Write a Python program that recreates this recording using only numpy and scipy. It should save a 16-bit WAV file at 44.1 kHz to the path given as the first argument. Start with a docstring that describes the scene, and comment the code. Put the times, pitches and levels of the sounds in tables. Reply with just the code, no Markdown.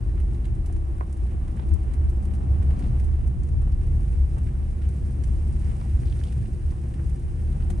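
"""Inside a car rolling slowly along a woodland gravel road, heard on a phone behind the windscreen.
From the start, bumps make the cabin boom and throb over a soft engine and a high microphone hiss; tyres
crunch, small stones tick and loose patches set off flurries of pebbles. At 1 s the loudest of many stones
knocks on the underbody. The engine rises a little. Around 6 s fine gravel spray swells over the hiss and
a pebble pings off steel; at 7 s a stone scrapes along the road, and a last knock comes near the end."""
import sys
import numpy as np
from scipy import signal
from scipy.fft import rfft, irfft
from scipy.io import wavfile
from scipy.ndimage import uniform_filter1d

SR = 44100
rng = np.random.default_rng(int(sys.argv[2]) if len(sys.argv) > 2 else 0)


def to_wav(s):
    """Save 16-bit WAV."""
    ch = np.atleast_2d(s).T  # columns
    pcm = np.round(np.clip(ch, -1, 1) * 32767)  # PCM
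    wavfile.write(sys.argv[1], SR, pcm.astype(np.int16))


N = 343980

# Spectra of a rasping stone and of mid-sized grit. Each row: frequency in Hz, level in dB.
RASP_SPECTRUM = [(500, 6), (1000, 1.5), (1800, 2), (2500, -6.5), (3100, -21)]
GRIT_SPECTRUM = [(900, -29.5), (1400, -2.5), (1800, 0), (2300, -1.5), (2900, -4), (3400, -10),
                 (4000, -11.5), (5500, -41)]


def undb(db):
    """Decibels to gain."""
    return 10 ** (np.asarray(db) / 20)


def curves(table):
    """The columns of a time table, one value a sample."""
    times, *columns = np.transpose(table)
    return [np.interp(np.arange(N) / SR, times, c) for c in columns]


def over_frequency(table, size):
    """The columns of a frequency table on the bins of a sound of this size."""
    hz, *columns = np.transpose(table)
    bins = np.log(np.maximum(np.fft.rfftfreq(size, 1 / SR), 1))
    return [np.interp(bins, np.log(hz), c) for c in columns]


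def unit(x):
    """Scale to rms 1."""
    return x / np.sqrt(np.mean(x ** 2))


def colour(x, spectrum):
    """Shape a sound by a spectrum that falls away steeply past its ends."""
    size = x.shape[-1]
    hz = np.fft.rfftfreq(size, 1 / SR) + 1
    skirts = np.minimum(1, np.minimum(hz / spectrum[0][0], spectrum[-1][0] / hz)) ** 4
    return irfft(rfft(x) * skirts * undb(over_frequency(spectrum, size)[0]), size)


def noise(size=N):
    """Two unrelated noises: what the phone's two microphones share, and what differs between them."""
    return rng.standard_normal((2, size))


def walk(rate):
    """A smooth random wander with spread 1."""
    hold = int(SR / rate)
    steps = np.repeat(rng.standard_normal(N // hold + 1), hold)
    return unit(uniform_filter1d(steps, hold)[:N])


def add(out, x, start_s):
    """Mix a short sound in at its start time."""
    i = max(int(start_s * SR), 0)
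    out[:, i:i + x.shape[1]] += x[:, :max(N - i, 0)]


def resonance(spectrum):
    """A low resonance kept at an even level, so that the road alone sets its swell."""
    x = colour(noise(), spectrum)
    return x / np.sqrt(uniform_filter1d(x[0] ** 2, size=3200))


def impacts(rate, spread_db, ring_s):
    """Energy of a stream of stone contacts, mean 1: many weak, a few strong, each dying quickly."""
    hits = rng.random(N) < rate / SR
    strength = np.minimum(rng.exponential(size=N), 3.6)
    energy = signal.lfilter([1], [1, -np.exp(-2 / (ring_s * SR))], hits * undb(spread_db * strength) ** 2)
    return energy / energy.mean()


def grains(energy, share, spectrum):
    """Separate contacts stand out of an even wash of noise."""
    return unit(colour(noise() * np.sqrt(1 - share + share * energy), spectrum))


def strike(ring_s, echo_s, echo_db, cabin_s, cabin_db):
    """One contact: a short burst, its reflection off the glass and a faint cabin tail."""
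    t = np.arange(4096) / SR
    burst = np.exp(-2 * t / ring_s)
    echo = (t > echo_s) * undb(echo_db) ** 2 * np.exp(-2 * np.maximum(t - echo_s, 0) / ring_s)
    tail = undb(cabin_db) ** 2 * np.exp(-2 * t / cabin_s)
    return noise(len(t)) * np.sqrt(burst + echo + tail)


def engine():
    """Firing lines and a faint drive-train whine rise as the car leaves the bend."""
    # Each row: time in seconds, firing rate in Hz, level in dB.
    revs = [(0, 61.42, -42.5), (1.5, 61.96, -35.5), (2.4, 66.45, -43.5), (3.1, 69.9, -36.5),
            (3.7, 71.3, -34), (4.9, 72.69, -36), (6.4, 72.05, -34.5), (7.8, 72.17, -34)]
    # Engine and drive-train lines. Each row: multiple of the firing rate, level in dB.
    orders = [(.49, -1), (1, .5), (2, -4.5), (3.45, -20.5), (4.95, -19.5), (6.69, -25), (9.15, -35.5)]
    firing_hz, db = curves(revs)
    phase = 2 * np.pi * np.cumsum(firing_hz * (1 + 0.002964 * walk(rate=6))) / SR
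    hum = sum(undb(line_db + 2 * walk(rate=5)) * np.sin(order * phase + rng.uniform(0, 2 * np.pi))
              for order, line_db in orders)
    return np.array([hum * undb(db), np.zeros(N)])


def bumps(width_s=.047):
    """How far each bump in the road shifts the boom and the drone, in dB."""
    # Each row: time in seconds, lift of the boom in dB, lift of the drone in dB.
    lifts = [(0.201, 7.5, -4.5), (0.53, 6.5, 3), (0.751, 6.5, 3), (1.22, 7.5, -1.5), (1.72, 7.5, -5.5),
             (2.02, 8, -1), (2.511, 8, 4), (2.6, 4, -0.5), (2.699, 9, 1.5), (2.91, 7, 6), (3.01, 8.5, -2),
             (3.13, 5, 2.5), (3.269, 6.5, 1), (3.55, 3, 9.5), (3.73, 3.5, -3), (3.93, 5, 4),
             (4.21, 7.5, -2), (4.45, 8.5, 3), (4.87, 5.5, 1.5), (5.04, 6, 3.5), (5.3, 6.5, 1.5),
             (5.48, 3, 1), (5.68, 5, -0.5), (5.93, 8.5, -4), (6.0, -1.5, 5.5), (6.07, 7.5, -0.5),
             (6.27, 3.5, -2.5), (6.42, 3.5, 8), (6.67, 9, 1), (7.08, 6, -1), (7.669, 6, -6.5)]
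    t = np.arange(N) / SR
    return sum(np.outer(lift_db, np.exp(-((t - at_s) / width_s) ** 2)) for at_s, *lift_db in lifts)


def rumble():
    """The road shakes the suspension without pause; the body shudders, cabin air and panels ring."""
    # How hard the car shakes. Each row: time in seconds, cabin boom in dB, body drone in dB.
    ride = [(0, -26.5, -34.5), (0.55, -29.5, -34), (1.0, -29.5, -38), (1.5, -30.5, -37.5),
            (1.8, -25.5, -36.5), (2.3, -25.5, -34.5), (2.9, -26.5, -33), (3.4, -24.5, -34.5),
            (3.9, -26.5, -33), (4.7, -26.5, -37), (5.4, -25.5, -34), (6.9, -30.5, -35), (7.8, -25.5, -32.5)]
    # Deep shudder, tyres thudding on stones, hollow panels. Each row: time in seconds, level in dB.
    shudder_levels = [(0, -25.5), (.25, -24), (.5, -27.5), (1.05, -32.5), (1.8, -31.5), (2.1, -23.5),
                      (2.47, -34.5), (3.0, -24), (3.35, -38.5), (3.65, -23.5), (4.6, -28.5), (4.95, -30.5),
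                      (5.35, -28), (6.1, -34.5), (7.0, -32.5), (7.55, -27), (7.8, -29.5)]
    thud_levels = [(0, -43), (.42, -42), (.9, -48), (1.1, -45), (1.5, -42), (1.9, -42.5), (2.55, -39.5),
                   (2.85, -39), (3.15, -42.5), (3.85, -41), (4.05, -44), (4.65, -42.5), (5.7, -41.5),
                   (6.4, -43), (6.75, -45), (7.0, -42.5), (7.3, -47), (7.8, -38.5)]
    panel_levels = [(0, -45.5), (0.9, -45.5), (1.3, -49.5), (2.2, -46), (3.3, -50.5), (7.8, -48)]
    # Their spectra in the cabin. Each row: frequency in Hz, level in dB.
    shudder_spectrum = [(18, -39), (24, -25.5), (29, -5.5), (34, 0.5), (41, -6), (48, -4.5), (56, -8),
                        (64, -24)]
    boom_spectrum = [(40, -22), (54, -10), (62, -3), (69, 1.5), (78, -4.5), (90, -17), (104, -25),
                     (140, -57)]
    drone_spectrum = [(75, -43.5), (100, -2), (115, 4.5), (135, -3.5), (160, -13), (200, -35)]
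    thud_spectrum = [(140, -24), (170, -11), (205, -11.5), (235, -18.5), (275, -17.5), (310, -28.5),
                     (440, -32), (600, -43)]
    panel_spectrum = [(260, -24), (305, -3.5), (338, 1.5), (375, -6), (410, -14.5), (470, -26)]
    boom_db, drone_db = curves(ride) + bumps()
    # Lesser unevenness of the road makes the levels waver.
    shudder = resonance(shudder_spectrum) * undb(curves(shudder_levels)[0] + 1.3 * walk(rate=11))
    boom = resonance(boom_spectrum) * undb(boom_db + 1.36 * walk(rate=11))
    drone = resonance(drone_spectrum) * undb(drone_db - .5 + 1.83 * walk(rate=14))
    jolts = impacts(rate=90, spread_db=1.0, ring_s=0.034)
    thud = grains(jolts, 0.35, thud_spectrum) * undb(curves(thud_levels)[0] + 0.23)
    panel = grains(jolts, 0.15, panel_spectrum) * undb(curves(panel_levels)[0] - 1.5)
    return shudder + boom + drone + thud + panel


def tyres_and_hiss():
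    """Stones grind under the tread; around 6 s fine gravel spray swells over steady microphone hiss."""
    # Each row: time in seconds, coarse crunch in dB, high hiss in dB.
    levels = [(0, -59, -67), (1.1, -59.5, -67), (1.6, -57, -66), (2.15, -57, -66.5), (2.4, -55, -66.5),
              (2.85, -54.5, -63.5), (3.1, -58.5, -66.5), (3.5, -60, -68), (4.0, -59, -65),
              (4.7, -60.5, -65.5), (5.25, -59.5, -64), (5.65, -58.5, -61.5), (6.28, -59.5, -60.5),
              (6.45, -61.5, -63.5), (7.4, -60.5, -64), (7.8, -56, -64)]
    # Each row: frequency in Hz, level in dB.
    crunch_spectrum = [(300, -19), (450, 3), (530, 0.5), (640, 0.5), (790, 2), (890, -5.5), (1030, -5),
                       (1250, -9), (1500, -15.5), (2200, -26)]
    hiss_spectrum = [(2800, -17), (4100, -8), (5200, -4), (7000, -5.5), (8000, -3), (8700, 1.5), (9400, 1),
                     (10100, -3.5), (10500, -12), (11000, -15)]
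    crunch_db, hiss_db = curves(levels)
    grit_db = crunch_db + 0.61 * (hiss_db - crunch_db) - 2.5  # mid-sized grit follows a blend of both
    stones = impacts(rate=260, spread_db=3.0, ring_s=0.0046)
    chips = impacts(rate=300, spread_db=6.0, ring_s=0.017)
    sand = impacts(rate=240, spread_db=9.0, ring_s=0.021)
    crunch = grains(stones, 0.41, crunch_spectrum) * undb(crunch_db + 1.0)
    grit = grains(0.46 * chips + 0.11 * stones, 0.44, GRIT_SPECTRUM) * undb(grit_db)
    hiss = grains(0.95 * sand + 0.7 * chips, 0.19, hiss_spectrum) * undb(hiss_db - 1.65)
    return crunch + grit + hiss


def scrape(peak_s=6.997, fade_s=.022, db=-54):
    """A stone is dragged briefly along the road: a rasp of quick slips that swells and fades."""
    envelope = np.exp(-np.abs(np.arange(N) / SR - peak_s) / fade_s)
    slips = impacts(rate=300, spread_db=2, ring_s=.003)
    return grains(slips, .7, RASP_SPECTRUM) * envelope * undb(db)


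def ping(start_s=6.2375, t60_s=.028, db=-46):
    """One pebble glances off a steel part, which rings for a moment."""
    # Each row: frequency in Hz, level in dB.
    steel_modes = [(3130, 0), (3420, -5)]
    t = np.maximum(np.arange(N) / SR - start_s, 0)
    ring = sum(undb(mode_db) * np.sin(2 * np.pi * hz * t) for hz, mode_db in steel_modes)
    return np.array([ring * np.exp(-np.log(1000) * t / t60_s) * undb(db), np.zeros(N)])


def faint_ticks(count, per_second=2.5, db=-55, body_db=-7):
    """Lesser stones fly up at random moments: more rows for ticks()."""
    return [(start_s, db, body_db) for start_s in np.cumsum(rng.exponential(1 / per_second, count))]


def ticks(skid_s=.0006):
    """Small hard stones skid and tick brightly; the heavier ones have more body."""
    # Each row: start in seconds, level in dB, body relative to treble in dB.
    stones = [(0.1991, -52, -9), (0.332, -53.5, -10), (0.451, -48.5, -1.5), (0.6592, -44.5, -9),
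              (0.724, -49.5, -16), (0.763, -54, -4), (0.98, -55, -10), (1.125, -47, -15), (1.169, -53, -11),
              (1.477, -53, 0), (1.689, -55, -3), (1.736, -45.5, -23), (1.936, -47, -2.5), (2.094, -49, -17),
              (2.2514, -48, -16), (2.336, -49.5, -1), (2.626, -53.5, 1), (2.791, -46.5, -4),
              (2.997, -47.5, -2), (3.041, -50, -10), (3.273, -52, -25), (3.4318, -47.5, -11),
              (3.486, -51, -8), (3.717, -55, -5), (4.3813, -49.5, -4), (4.817, -53, 3.5), (4.886, -49, -10),
              (5.237, -42, -6), (6.236, -46, -12), (6.323, -47.5, -2.5), (6.939, -53, -3),
              (7.095, -50, -12), (7.5238, -53, 0), (7.701, -39, -9)]
    # Each row: frequency in Hz, level in dB.
    treble_spectrum = [(2500, -24), (4500, -9.5), (6200, -3.5), (7500, -4), (9000, 1.5), (9900, 1),
                       (11000, -13)]
    treble, body = np.zeros((2, 2, N))
    for start_s, db, body_db in stones + faint_ticks(count=30):
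        tick = strike(ring_s=.005, echo_s=.004, echo_db=-3, cabin_s=.02, cabin_db=-10) * undb(db + 1)
        tick *= 1 - np.exp(-np.arange(tick.shape[1]) / SR / skid_s)  # the stone takes a moment to bite
        add(treble, tick, start_s)
        add(body, tick * undb(body_db), start_s)
    return colour(treble, treble_spectrum) + colour(body, GRIT_SPECTRUM) * undb(6)


def flurries(count, gap_s=.007, spread_db=1.5, spread_octaves=.25):
    """Each loose patch lets go a quick uneven run of pebbles: more rows for snaps()."""
    # Each row: start and length in seconds, pebble level in dB, typical ring in Hz.
    patches = [(0.161, 0.065, -53, 2200), (0.44, .027, -48, 2700), (1.575, .06, -52, 2300),
               (2.757, .15, -53.5, 4000), (5.62, .1, -51, 2000), (6.05, .085, -54, 3400),
               (6.245, .08, -52, 3700)]
    pebbles = []
    for start_s, length_s, db, hz in patches:
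        delays = gap_s * (np.arange(count) + rng.random(count))
        for delay, (size, pitch) in zip(delays, rng.standard_normal((count, 2))):
            if delay < length_s:
                ring_hz = hz * 2 ** np.clip(spread_octaves * pitch, -1, 1)
                pebbles.append((start_s + delay, db + spread_db * size, ring_hz))
    return pebbles


def snaps():
    """Pebbles squeezed against each other under the tread crack with a brief pitched ring."""
    # Each row: start in seconds, level in dB, ring in Hz.
    pebbles = [(0.178, -43, 1750), (0.201, -44, 2100), (0.345, -49, 4400), (0.454, -46, 2300),
               (0.762, -47, 2700), (1.572, -46, 2000), (1.597, -43, 2650), (1.622, -48, 3000),
               (1.715, -45, 1700), (2.707, -43, 2260), (2.823, -44, 2300), (2.842, -44, 2800),
               (3.243, -45, 1600), (3.722, -50, 3800), (4.47, -44, 2200), (4.488, -48, 2100),
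               (4.853, -42, 1900), (5.237, -43, 5500), (5.704, -44, 2200), (5.8, -46, 2200),
               (5.812, -41, 2400), (6.032, -44, 1935), (6.057, -45.5, 4400), (6.072, -46, 4100),
               (6.082, -47, 3600), (6.099, -44.5, 4000), (6.124, -40, 2580), (6.193, -47, 4000),
               (6.202, -45.5, 5300), (6.213, -43, 1900), (6.237, -44, 4200), (6.271, -46, 4500),
               (6.284, -45, 3700), (6.457, -49, 3000), (6.706, -50, 4500), (6.94, -44.5, 2300),
               (7.108, -46, 2000), (7.604, -44, 1900), (7.623, -44, 2800), (7.702, -41, 2800)]
    out = np.zeros((2, N))
    for start_s, db, hz in pebbles + flurries(count=20):
        band = signal.butter(2, [hz / 1.5, hz * 1.3], "band", fs=SR, output="sos")
        contact = strike(ring_s=.002, echo_s=.0025, echo_db=-8, cabin_s=.014, cabin_db=-19)
        snap = signal.sosfilt(band, contact)
        add(out, snap / np.abs(snap).max() * undb(db - 2.5), start_s)
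    return out


def knocks(tilt_above_hz=800, attack_s=.00029, tail_s=.013, crack_s=.0025):
    """Thrown stones ring the damped floor pan; a harder contact favours the high modes."""
    # Each row: start in seconds, level in dB, treble tilt in dB per octave, pitch ratio of the spot hit.
    stones = [(0.326, -40, -6, .82), (0.697, -33, -8, .7), (0.762, -42.5, 1, .95), (1.0077, -25.8, -2, 1),
              (1.015, -38, 1, .97), (1.023, -41, -3, 1.06), (1.033, -43, 1, 1.04), (1.594, -32.5, -4, .85),
              (2.383, -40, -6, .78), (2.844, -41, -3, .9), (2.93, -39, -5, .82), (4.367, -33.5, -6, .78),
              (4.374, -38, -6, .8), (4.383, -40, -2, .85), (5.325, -41, -8, .72), (5.439, -44, -7, .7),
              (5.812, -39.5, 2, .95), (6.72, -41.5, 0, 1), (7.702, -33, -3, .7)]
    # Each row: mode frequency in Hz, level in dB, seconds to fall by 60 dB.
    floor_pan = [(255, -9, 0.04), (339, -1, 0.086), (470, 0, 0.035), (590, -2.5, 0.04), (748, -4.5, 0.04),
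                 (940, -3, 0.019), (1025, 3, 0.03), (1200, -6, .02), (1430, -4, .024), (1750, -12, 0.028),
                 (2060, -12, 0.028), (2430, -15, 0.017)]
    out, t = np.zeros((2, N)), np.arange(4096) / SR
    hz, mode_db, t60 = np.transpose(floor_pan)[:, :, None]
    octaves_above = np.maximum(np.log2(hz / tilt_above_hz), 0)
    lag = np.pi / 2 * np.arange(2)[:, None, None]  # the microphones' difference lags a quarter cycle
    phase = np.pi * np.arange(len(hz))[:, None] - lag  # neighbouring modes swing opposite ways
    fade_out = signal.windows.tukey(2 * len(t), .5)[len(t):]
    for start_s, db, tilt_db, spot in stones:
        pitch = spot * hz * (1 + .01 * rng.standard_normal(hz.shape))
        decays = undb(mode_db + tilt_db * octaves_above) * np.exp(-np.log(1000) * t / t60)
        ring = (decays * np.sin(2 * np.pi * pitch * t + phase)).sum(axis=1) * (1 - np.exp(-t / attack_s))
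        # The cabin scatters the ring into a short dull tail.
        tail = signal.fftconvolve(noise(len(t)) * np.exp(-t / tail_s), ring, axes=1)[:, :len(t)]
        crack = colour(noise(len(t)) * np.exp(-t / crack_s), RASP_SPECTRUM) * fade_out
        knock = unit(ring) + undb(-8.5) * unit(tail) + undb(tilt_db - 11) * unit(crack)
        add(out, knock * undb(db - 21.5), start_s)
    return out


def microphones(cabin):
    """Two close microphones, alike in the bass and opposed where cabin waves stand between them."""
    # Each row: frequency in Hz, coherence from 0 to 1, right's lead in radians, left minus right in dB.
    stereo_image = [(40, .99, 0, 0), (85, .88, -.2, 1.3), (140, .97, 0, -.5), (250, .72, -.2, 1.5),
                    (340, .93, .6, -3), (450, .35, .6, 0), (550, .25, 2.6, 2), (650, .5, 3.4, 0),
                    (1150, .67, 3.1, -2), (1650, .2, 1.8, -6), (2200, .67, .2, -3), (3000, .67, .9, -3),
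                    (6900, .6, .5, -3.5), (7700, .9, 1.2, -1), (8700, .96, 0, 0), (10300, .96, -3.1, 0)]
    coherence, lead, balance_db = over_frequency(stereo_image, N)
    shared, apart = rfft(cabin)
    sides = np.array([[1], [-1]])
    pair = shared * np.sqrt(1 + coherence) + sides * apart * np.sqrt(1 - coherence)
    pair = pair * np.exp(-.5j * sides * lead) * undb(sides * balance_db / 2)
    # The sum of left and right keeps each source's spectrum, except where they nearly cancel.
    return irfft(pair / np.sqrt(np.maximum(1 + coherence * np.cos(lead), .33)), N)


def scene():
    """Road, engine and stones as they arrive behind the windscreen."""
    cabin = rumble() + engine() + tyres_and_hiss() + knocks() + ticks() + snaps() + scrape() + ping()
    soft_ends = signal.windows.tukey(N, .002)
    return microphones(cabin * soft_ends)


def record(dry):
    """The phone cuts the deepest bass and the top."""
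    low_cut = signal.butter(8, 26, "high", fs=SR, output="sos")
    high_cut = signal.ellip(8, .2, 70, 11500, fs=SR, output="sos")
    return signal.sosfilt(high_cut, signal.sosfilt(low_cut, dry))


dry = scene()
out = record(dry)
to_wav(out)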